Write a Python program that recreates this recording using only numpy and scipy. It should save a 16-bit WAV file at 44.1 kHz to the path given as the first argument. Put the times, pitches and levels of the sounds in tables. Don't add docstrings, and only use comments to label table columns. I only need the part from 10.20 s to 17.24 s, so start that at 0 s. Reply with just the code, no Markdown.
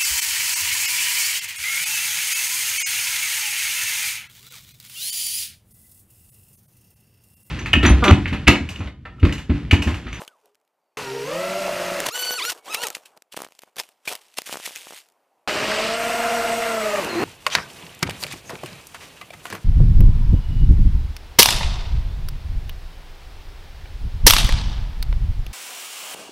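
import sys
import numpy as np
from scipy import signal
from scipy.fft import rfft, irfft, next_fast_len
from scipy.io import wavfile
from scipy.ndimage import uniform_filter1d, map_coordinates

SR = 44100
rng = np.random.default_rng(int(sys.argv[2]) if len(sys.argv) > 2 else 0)


def dump(signal):
    limited = np.clip(np.atleast_2d(signal).T, -1, 1)
    pcm = np.round(limited * 32767).astype(np.int16)
    wavfile.write(sys.argv[1], SR, pcm)


def convert_level_to_amplitude(level_db):
    exponent = np.asarray(level_db, float) / 20
    return 10 ** exponent


N = 310464
TOP_HZ = 15300


def unit(x):
    return x / np.sqrt(np.mean(x ** 2) + 1e-20)


def along(points, hz):
    f, v = np.transpose(points)
    return np.interp(np.log(hz + 1), np.log(f + 1), v)


def gains(tables):
    t, out = np.arange(N) / SR, 0
    for rows in tables:
        s, *columns = np.transpose(rows)
        inside = (t >= s[0]) & (t <= s[-1])
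        out = out + np.array([convert_level_to_amplitude(np.interp(t, s, db)) for db in columns]) * inside
    return out


def wobble(rate_hz, size=N):
    knots = rng.standard_normal(int(size * rate_hz / SR) + 4)
    return map_coordinates(knots, [np.arange(size) * rate_hz / SR])


def filtered(x, response):
    m = next_fast_len(N + 8192)
    return irfft(rfft(x, m) * response(np.fft.rfftfreq(m, 1 / SR)), m)[:N]


def rush(spectrum, patchy_db, grain_db):
    grains = rng.standard_normal(N) * convert_level_to_amplitude(grain_db * wobble(900))
    z = signal.stft(grains, nperseg=512)[2]
    field = uniform_filter1d(rng.standard_normal(z.shape), 6, 0)
    field = uniform_filter1d(field, 8, 1)
    x = signal.istft(z * convert_level_to_amplitude(patchy_db * unit(field)), nperseg=512)[1][:N]
    return unit(filtered(x, lambda hz: convert_level_to_amplitude(along(spectrum, hz))))


# (time [s], frequency [Hz], level [dB])
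MOAN = [
    [(.21, 471, -81), (.245, 420, -58), (.28, 396, -66), (.36, 435, -78)],
    [(.615, 4680, -92), (.68, 4550, -91), (.771, 4420, -88)],
    [(2.385, 2260, -68), (2.42, 2240, -65), (2.47, 2200, -62)],
]
# (frequency [Hz], density [dB per Hz])
TRAFFIC_SPECTRUM = [(18, -57.5), (30, -46), (168, -21), (328, -10), (800, -3), (1700, -18), (2500, -19),
                    (3600, -26), (14000, -29.5)]
# (time [s], level [dB])
TRAFFIC_LEVEL = [
    [(0.1, -76.5), (0.31, -79.5), (0.76, -79.5)],
    [(2.4, -68), (2.92, -69), (3.0, -80), (3.3, -77), (3.5, -75), (3.8, -75), (4.1, -71)],
    [(4.95, -72), (5.108, -73), (5.27, -74)],
]


def background():
    t, tones = np.arange(N) / SR, 0
    for s, hz, db in map(np.transpose, MOAN):
        phase = 2 * np.pi * np.cumsum(np.interp(t, s, hz)) / SR
        tones = tones + np.sin(phase) * gains([np.c_[s, db]])[0]
    s, db = np.transpose(np.vstack(TRAFFIC_LEVEL))
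    traffic = convert_level_to_amplitude(4.0 + np.interp(t, s, db)) * rush(TRAFFIC_SPECTRUM, patchy_db=1, grain_db=1.0)
    return tones * convert_level_to_amplitude(2.5 * wobble(40)) + traffic


# (start [s], end [s], crackle [dB], body [dB], fade [dB per s])
DRAG = [(.09, .28, -80, -76, 150), (-.01, -0.005, -53, -45, 180), (1.952, 2.126, -35, -40, 250),
        (2.2, 2.315, -36.5, -45.5, 1407.5), (2.35, 2.389, -54, -47, 592), (2.472, 2.65, -43.5, -41.5, 105),
        (3.147, 3.394, -66, -87, 107), (3.609, 3.617, -54, -59, 135), (3.885, 3.874, -45, -46, 132.5),
        (3.982, 4.243, -62.5, -75.5, 203), (4.279, 4.79, -45, -60, 352.5), (4.856, 4.85, -67.5, -75, 194)]
# (peak time [s], threefold fall time [s], crackle [dB], body [dB])
CRUNCHES = [ (.08, .0043, -46.5, -55), (1.955, 0.014, -29.5, -36), (2.051, .012, -36, -40.5),
            (2.32, .007, -28, -36), (2.671, 0.005, -26, -38), (2.751, 0.0085, -26.5, -40),
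            (2.858, .011, -44, -77), (2.968, .006, -56, -51), (3.123, 0.016, -39, -70),
            (3.137, .0032, -44, -47), (3.167, .0073, -30, -46), (3.192, 0.027, -42, -44),
            (3.392, .0021, -43.5, -66), (3.423, 0.0098, -51, -71), (3.567, 0.02, -41, -42.5),
            (3.855, .024, -43.5, -57), (3.879, 0.017, -25, -45), (3.955, 0.0086, -42, -72),
            (3.635, 0.0053, -46, -64.5), (3.585, .016, -28, -36), (4.173, .02, -33, -44),
            (2.446, .015, -50, -60), (2.14, .008, -36, -36), (2.243, .008, -34, -34),
            (3.248, .004, -40, -50), (3.232, .005, -44, -52), ]
# (peak time [s], threefold fall time [s], crackle [dB], body [dB])
SCRAPES = [ (.018, 0.015, -44, -45), (.262, .027, -72, -65), (1.866, 0.004, -20, -24),
           (1.888, 0.0061, -24.5, -27.5), (2.3, .007, -24, -58.5), (2.548, 0.0088, -24, -47),
           (2.638, 0.0099, -24.5, -48), (3.6, 0.004, -27, -31.5), (3.923, 0.014, -32, -36.5),
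           (2.95, 0.027, -82.5, -60), (3.478, 0.011, -64.5, -56.5), (4.186, 0.004, -28, -38.5),
           (4.272, 0.0083, -36, -57), (4.331, 0.012, -29, -44), (4.462, 0.019, -33, -49),
           (4.564, .015, -40.5, -78), ]
# (frequency [Hz], density [dB per Hz])
LEAF_SPECTRUM = [(530, -20.5), (900, -15), (1780, -3), (2920, 2), (3970, -3), (7580, -5), (8630, -4.5),
                 (15000, -12.5)]
# (frequency [Hz], density [dB per Hz])
BODY_SPECTRUM = [(24, -46.5), (40, -29), (259, -3), (585, 4.5), (997, 2.5), (1700, -7.5), (2210, -32),
                 (3740, -120)]
DRAG_RISE_DB_PER_S = 580
CRUNCH_RISE_S, SCRAPE_SWELL = .002, 1.25


def leaves():
    drag, crunch, t = 0, 0, np.arange(0, N + 16, 16) / SR
    for start, end, *db, fade in DRAG:
        before_db = np.maximum(DRAG_RISE_DB_PER_S * (start - t), 0)
        after_db = np.maximum(fade * (t - end), 0)
        drag += convert_level_to_amplitude(np.array(db)[:, None] - before_db - after_db)
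    events = [(s, CRUNCH_RISE_S, *rest) for s, *rest in CRUNCHES]
    events += [(s, SCRAPE_SWELL * fall, fall, *db) for s, fall, *db in SCRAPES]
    for s, rise, fall, *db in events:
        shape = np.minimum((t - s) / max(rise, 5e-4), (s - t) / max(fall, 5e-4))
        crunch += convert_level_to_amplitude(np.array(db)[:, None] + 10 * shape)
    drag, crunch = ([np.interp(np.arange(N) / SR, t, g) for g in pair] for pair in (drag, crunch))
    clumps = convert_level_to_amplitude(1.6 * wobble(150))
    crackle = unit(clumps * rush(LEAF_SPECTRUM, patchy_db=1.1, grain_db=3.5))
    body = unit(clumps * rush(BODY_SPECTRUM, patchy_db=1.8, grain_db=3.0))
    light = filtered(drag[1] * body, lambda f: (1j * f / (260 + 1j * f)) ** 2)
    return (drag[0] + crunch[0]) * crackle + crunch[1] * body + light


# (time [s], crack [dB], knock [dB])
STRIKES = [(.0185, -44, -25), (1.8029, -13.5, -18.5), (2.1075, -20, -21.5), (2.768, -45, -31.5),
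           (2.836, -51.5, -53.5), (2.9744, -37.5, -49), (3.1433, -56, -31), (3.168, -27, -30),
           (3.3097, -53.5, -52.5), (3.322, -42.5, -48.5), (3.4349, -42.5, -35), (3.5667, -28.5, -36),
           (3.6895, -41, -49), (3.8762, -22, -26), (3.9335, -24, -41.5), (4.1867, -36, -18),
           (4.2188, -23.5, -34), (4.2744, -29, -36), (4.2945, -36, -26.5), (4.6696, -40.5, -32),
           (4.922, -55.5, -77), (6.847, -21.5, -31.5)]
# (time [s], crack [dB])
TICKS = [(.078, -30), (.2576, -47), (.3468, -52), (.3536, -50), (.0495, -40), (.4, -66), (.414, -64),
         (.45, -66), (.477, -62), (1.867, -10.5), (2.0245, -24), (2.2514, -16), (2.546, -11),
         (2.7502, -28.5), (3.022, -37), (3.351, -45), (3.3912, -35), (3.4196, -37.5), (3.5595, -38),
         (3.599, -20), (3.9256, -23), (3.9532, -21), (3.961, -36), (3.891, -26), (3.8572, -38),
         (3.5935, -22), (2.305, -22), (2.7277, -42), (2.3496, -44), (2.378, -46), (4.2637, -32),
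         (4.2427, -42), (4.797, -44), (4.586, -40), (4.622, -42), (4.9, -54), (4.865, -54), (4.1408, -42.5),
         (4.5676, -33), (4.8873, -46.5)]
# (time [s], crack [dB], knock [dB])
CHATTER = [(2.6184, -26, -45), (2.6354, -21, -40), (2.6688, -15, -33), (2.6844, -22, -33),
           (2.7028, -19, -33), (2.481, -45, -32), (2.7815, -44, -48), (3.1742, -25, -21),
           (3.1904, -33, -30), (3.2036, -35, -26), (3.2191, -21, -24), (3.2364, -41, -32),
           (3.2485, -37, -33), (3.2654, -52, -36), (3.273, -45, -50), (3.2864, -47, -46),
           (4.3265, -27, -23), (4.3425, -32, -24), (4.356, -32, -24), (4.3709, -29, -27), (4.389, -40, -48),
           (4.3994, -33, -32), (4.476, -32, -28), (4.492, -45, -40), (4.508, -50, -37), (4.707, -44, -32),
           (4.7235, -42, -34), (4.735, -44, -36)]
TICK_KNOCK_DB = -21


def contacts():
    return STRIKES + [(s, db, db + TICK_KNOCK_DB) for s, db in TICKS] + CHATTER


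# (frequency [Hz], level [dB])
KNOCK_SPECTRUM = [(40, -27), (200, -3), (600, 3), (1200, 0), (2500, -12), (5000, -30), (12000, -60)]
# (time [s], frequency [Hz], peak level [dB], t60 [s])
RINGS = [
    (2.5455, 2600, -18, .04),
    (2.551, 2400, -20, .03),
    (2.636, 1900, -19, .03),
    (3.8768, 2400, -17, .04),
    (3.599, 5300, -20, .02),
    (4.566, 2500, -28, .02),
    (.079, 3200, -34, .02),
]


def strikes():
    cracks, blows, panel = np.zeros(N), np.zeros(N), np.zeros(N)
    t = np.arange(SR // 50) / SR
    for s, crack_db, knock_db in contacts():
        cracks[round(s * SR):][:len(t)] += convert_level_to_amplitude(crack_db + 5 - 60 * t / 0.0068) * rng.standard_normal(len(t))
        blows[round(s * SR) + 40] += convert_level_to_amplitude(knock_db + 26.5)
    t = np.arange(SR // 10) / SR
    for s, hz, db, t60 in RINGS:
        wander = 1 + .06 * wobble(300, size=len(t))
        ring = np.sin(2 * np.pi * hz * np.cumsum(wander) / SR)
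        panel[round(s * SR):][:len(t)] += convert_level_to_amplitude(db - 60 * t / t60) * ring
    sharp = filtered(cracks, lambda f: (1j * f / (1200 + 1j * f)) / (1 + 1j * f / 7000))
    return sharp + filtered(blows, lambda f: convert_level_to_amplitude(along(KNOCK_SPECTRUM, f))) + panel


# (time [s], mean blade rate [Hz], nose trim [Hz], roll trim [Hz], blade tone [dB])
FLIGHT = [
    [(.771, 477, 43, 1.5, -43), (.88, 430.1, 36.13, -2.5, -38), (1.03, 436.7, 31.8, 3, -39),
     (1.12, 538.5, 46, 16.5, -34), (1.2, 601.6, 57.67, 11, -33), (1.4, 632, 52.47, 9.5, -34),
     (1.6, 608.8, 44.3, 27, -35.5), (1.8, 608, 56.55, 19, -36.5), (1.89, 588, 51.05, 28.5, -46.5)],
    [(5.276, 582.4, 24.5, 9.5, -38.5), (5.55, 600.6, 38, 5, -32.5), (5.8, 661.3, 31, 9, -33),
     (6.1, 677, 22, 12.5, -29.5), (6.5, 670, 17.5, 3, -31), (6.79, 581, 20.5, 9.5, -30),
     (6.885, 406, -29, -18.5, -40.5), (6.955, 326, -4, 15, -33.5), (7.04, 364, 34, -35, -27.5)],
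]
# (time [s], turbulence [dB])
AIR = [
    [(.771, 0.5), (.85, -10.5), (1.03, -9.5), (1.2, -5.5), (1.5, -2.3), (1.78, -0.5), (1.9, -4.5)],
    [(5.2755, 7.5), (5.36, 4.5), (5.75, 2), (6.2, 4), (6.6, -0.2), (6.85, 2.5), (6.9, -0.5), (7.04, 5)],
]
# (level [dB], slope [dB per octave of rotor speed], turbulence share [0-1], crosswind lift [dB])
AIR_LAYERS = [(-49, -7, .8, -0.1), (-31.5, .1, 0.96, 0.3), (-38.5, 2, 0.11, 10.5), (-38, 5.5, 0.45, -4)]
CRUISE_HZ = 600
CROSSWIND_START_S, CROSSWIND_END_S, TURN_S = 5.0, 5.79, .04


def airflow():
    t, (s, hz, *_) = np.arange(N) / SR, np.vstack(FLIGHT).T
    octaves = np.log2(np.interp(t, s, hz) / CRUISE_HZ)
    cross = np.clip((CROSSWIND_END_S - t) / TURN_S, 0, 1) * (t > CROSSWIND_START_S)
    turbulence = gains(AIR)[0]
    return [convert_level_to_amplitude(db + slope_db * octaves + lift_db * cross) * turbulence ** share
            for db, slope_db, share, lift_db in AIR_LAYERS]


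# (frequency [Hz], density [dB per Hz])
BUFFET_SPECTRUM = [(20, -53.5), (50, -16.5), (188, -5), (318, -2.5), (664, -3), (1000, -5), (1800, -20),
                   (3000, -120)]
# (frequency [Hz], density [dB per Hz])
WASH_SPECTRUM = [(290, -37.5), (500, -7.5), (1100, -3), (1230, -2.5), (2810, -5), (4200, -36.5),
                 (5460, -50.5), (9240, -120)]
# (frequency [Hz], density [dB per Hz])
SCOUR_SPECTRUM = [(1650, -11.5), (2800, 2), (3430, -4.5), (4770, -4), (7000, -17), (9100, -16.5),
                  (15400, -120)]
# (frequency [Hz], density [dB per Hz])
HISS_SPECTRUM = [(3820, -5.5), (6500, -5), (14700, -14), (15700, -21), (16000, -35)]


def air():
    buffet, wash, scour, hiss = airflow()
    gust = np.clip(wobble(14), -1, 1) / 2
    lumps = convert_level_to_amplitude(1.8 * np.clip(wobble(18), -2, 1.3))
    low = convert_level_to_amplitude(11.5) * lumps * buffet * rush(BUFFET_SPECTRUM, patchy_db=2.0, grain_db=-6.5)
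    mid = wash * rush(WASH_SPECTRUM, patchy_db=1.8, grain_db=2.5)
    mid = mid + scour * rush(SCOUR_SPECTRUM, patchy_db=0.5, grain_db=2.5)
    high = hiss * rush(HISS_SPECTRUM, patchy_db=.8, grain_db=1.0)
    return low + convert_level_to_amplitude(-0.85 + 2.2 * gust) * mid + convert_level_to_amplitude(1.45 + 0.57 * gust) * high


CORNERS = [(1, 1), (1, -1), (-1, 1), (-1, -1)]
NEAR_DB = [(-1.5, -1.9, 2.5, -2.6), (-0.45, 0.5, -2.4)]


def mixer():
    for sticks, near in zip(FLIGHT, NEAR_DB):
        s, mean_hz, nose_hz, roll_hz, db = np.transpose(sticks)
        for (nose, roll), own_db in zip(CORNERS, near):
            yield np.c_[s, mean_hz + nose * nose_hz + roll * roll_hz, db + own_db]


# (start [s], end [s], initial speed deficit [0-1], spin-up time [s], blade tone [dB])
RACING = [
    (1.897, 2.306, 0.48, 0.018, -36),
    (2.464, 2.56, 0.5, .035, -39.5),
    (2.515, 2.668, .62, .035, -44),
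]
# (time of slowest [s], speed lost [0-1], braking time [s])
SNAGS = [
    [(2.211, .39, .036), (2.335, .05, 0.035)],
    [(2.53, 0.1, .018), (2.562, 0.6, 0.0076)],
    [(2.659, 0.16, 0.02)],
]
FREE_HZ = 1499
RECOVER_S, WAKE_DB, WAKE_S = .026, 12, 0.028
STRAIN_DB = 11


def racing():
    for (start, end, short, spin_s, db), snags in zip(RACING, SNAGS):
        s, lost = np.arange(start, end, 1 / 500), 0
        for at, depth, brake_s in snags:
            braking = np.clip(1 + (s - at) / brake_s, 0, 1)
            recovery = np.exp(-np.abs(s - at) / RECOVER_S)
            lost = lost + depth * np.where(s < at, braking, recovery)
        lost = uniform_filter1d(lost, size=5)
        hz = FREE_HZ * (1 - short * np.exp((start - s) / spin_s)) * (1 - lost)
        yield np.c_[s, hz, db - WAKE_DB * np.exp((start - s) / WAKE_S) + STRAIN_DB * lost]


# (frequency [Hz], width [Hz], lift [dB])
HOUSING = [
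    [(4700, 300, 9), (5600, 300, 11), (6300, 400, 15)],
    [(4180, 500, 12), (5750, 400, 15), (8200, 900, 6)],
]
BLADES, MAGNET_ORDER = 3, 36
BRAKE_DB, BRAKE_FROM_PER_S = 7, 1
COARSE = 32


def rotor(rows, build, jitter, flicker_db, between_db, knee, droop_db, shell=HOUSING[0], dull_db=0):
    s, blade_hz, db = np.transpose(rows)
    i = np.arange(round(s[0] * SR), min(round(s[-1] * SR), N))
    unsteady = wobble(25, size=len(i)) + .6 * wobble(140, size=len(i))
    shaft = np.interp(i / SR, s, blade_hz) / BLADES * (1 + jitter * unsteady)
    turn, tone = 2 * np.pi * np.cumsum(shaft) / SR, np.zeros(len(i))
    *unbalance_db, fall_db, whine_db = build
    knots = i[::COARSE]
    coarse = shaft[::COARSE]
    slowed = 1 - coarse / shaft.max()
    slowing = -np.gradient(np.log(np.interp(knots / SR, s, blade_hz)), COARSE / SR)
    braking = np.maximum(uniform_filter1d(slowing, 30) - BRAKE_FROM_PER_S, 0)
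    steady_db = np.median(db) - np.interp(knots / SR, s, db) - BRAKE_DB * braking
    for k in range(1, MAGNET_ORDER + 1):
        if k % BLADES and k > 5 * BLADES:
            continue
        if k < BLADES:
            level = unbalance_db[k - 1] - 16 * droop_db * slowed
        elif k == MAGNET_ORDER:
            level = whine_db + steady_db
        else:
            level = -fall_db * np.log2(max(k / (BLADES * knee), 1)) - droop_db * k * slowed
            level = level + (between_db if k % BLADES else 0)
            level = level - dull_db * np.log2(max(k / 12, 1))
        coupling = {24: .9, MAGNET_ORDER: 1}.get(k, .1)
        lift = coupling * sum(g / (1 + (2 * (k * coarse - c) / w) ** 2) for c, w, g in shell)
        flicker = flicker_db * (1 + k / 30) * wobble(70 * COARSE, size=len(coarse))
        size = convert_level_to_amplitude(level + lift + flicker) * (k * coarse < TOP_HZ)
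        tone += np.interp(i, knots, size) * np.sin(k * turn + rng.uniform(0, 2 * np.pi))
    out = np.zeros(N)
    out[i] = 2 ** .5 * convert_level_to_amplitude(np.interp(i / SR, s, db)) * tone * signal.windows.tukey(len(i), 200 / len(i))
    return out


# (shaft order 1 [dB], order 2 [dB], overtone fall [dB per octave], magnet whine [dB])
BUILD = [(-22.5, -21.5, 7.5, -24), (-21, -22.5, 8, -32), (-23, -27.5, 31, -40), (-6, -4, 25.5, -35),
         (-8.5, -2.5, 8, -22), (-16.5, -16.5, 14, -24), (-27, -35, 12, -21)]
# (shaft order 1 [dB], order 2 [dB], overtone fall [dB per octave], magnet whine [dB])
RACING_BUILD = [(-10, -22, 8.5, -30), (-12, -10, 12, -50), (1, 3, 11, -50)]
# (time [s], blade rate [Hz], blade tone [dB])
COASTING = [
    [(2.306, 1200, -40), (2.32, 1050, -43), (2.335, 780, -52)],
    [(2.706, 1330, -50), (2.72, 1300, -52), (2.75, 850, -60)],
    [(.085, 1520, -59), (.11, 1480, -63), (.16, 1020, -69), (.22, 650, -82)],
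]


def rotors():
    out = np.zeros(N)
    for rows, build in zip(mixer(), BUILD):
        shell = HOUSING[int(rows[0, 0] > 5)]
        out += rotor(rows, build, jitter=.004, flicker_db=1.8, between_db=-16, knee=1.15, droop_db=.05,
                     shell=shell, dull_db=9)
    for rows, build in zip(racing(), RACING_BUILD):
        out += rotor(rows, build, jitter=.007, flicker_db=3.3, between_db=-20, knee=2.9, droop_db=1.2)
    for rows in COASTING:
        out += rotor(rows, (-20, -20, 36, -60), jitter=.01, flicker_db=3, between_db=-24, knee=1, droop_db=1)
    return out


def band_edge(hz):
    return np.clip((TOP_HZ + 150 - hz) / 300, 0, 1)


def strike_edge(hz):
    return np.maximum(band_edge(hz), convert_level_to_amplitude(-28) * np.clip((16500 - hz) / 400, 0, 1))


def scene():
    mono = filtered(background() + leaves() + air() + rotors(), band_edge)
    mono = mono + filtered(strikes(), strike_edge)
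    treble = filtered(mono, lambda hz: np.clip(hz / 1000 - 4.5, 0, 1))
    sway = convert_level_to_amplitude(-26) * wobble(40) * treble
    return np.array([mono + sway, mono - sway])


def top_cut(x):
    return signal.sosfilt(signal.butter(12, 16530, fs=SR, output="sos"), x)


def record(dry):
    held = dry / (1 + np.abs(dry / .31) ** 4) ** .25
    return top_cut(held)


dry = scene()
out = record(dry)
dump(out)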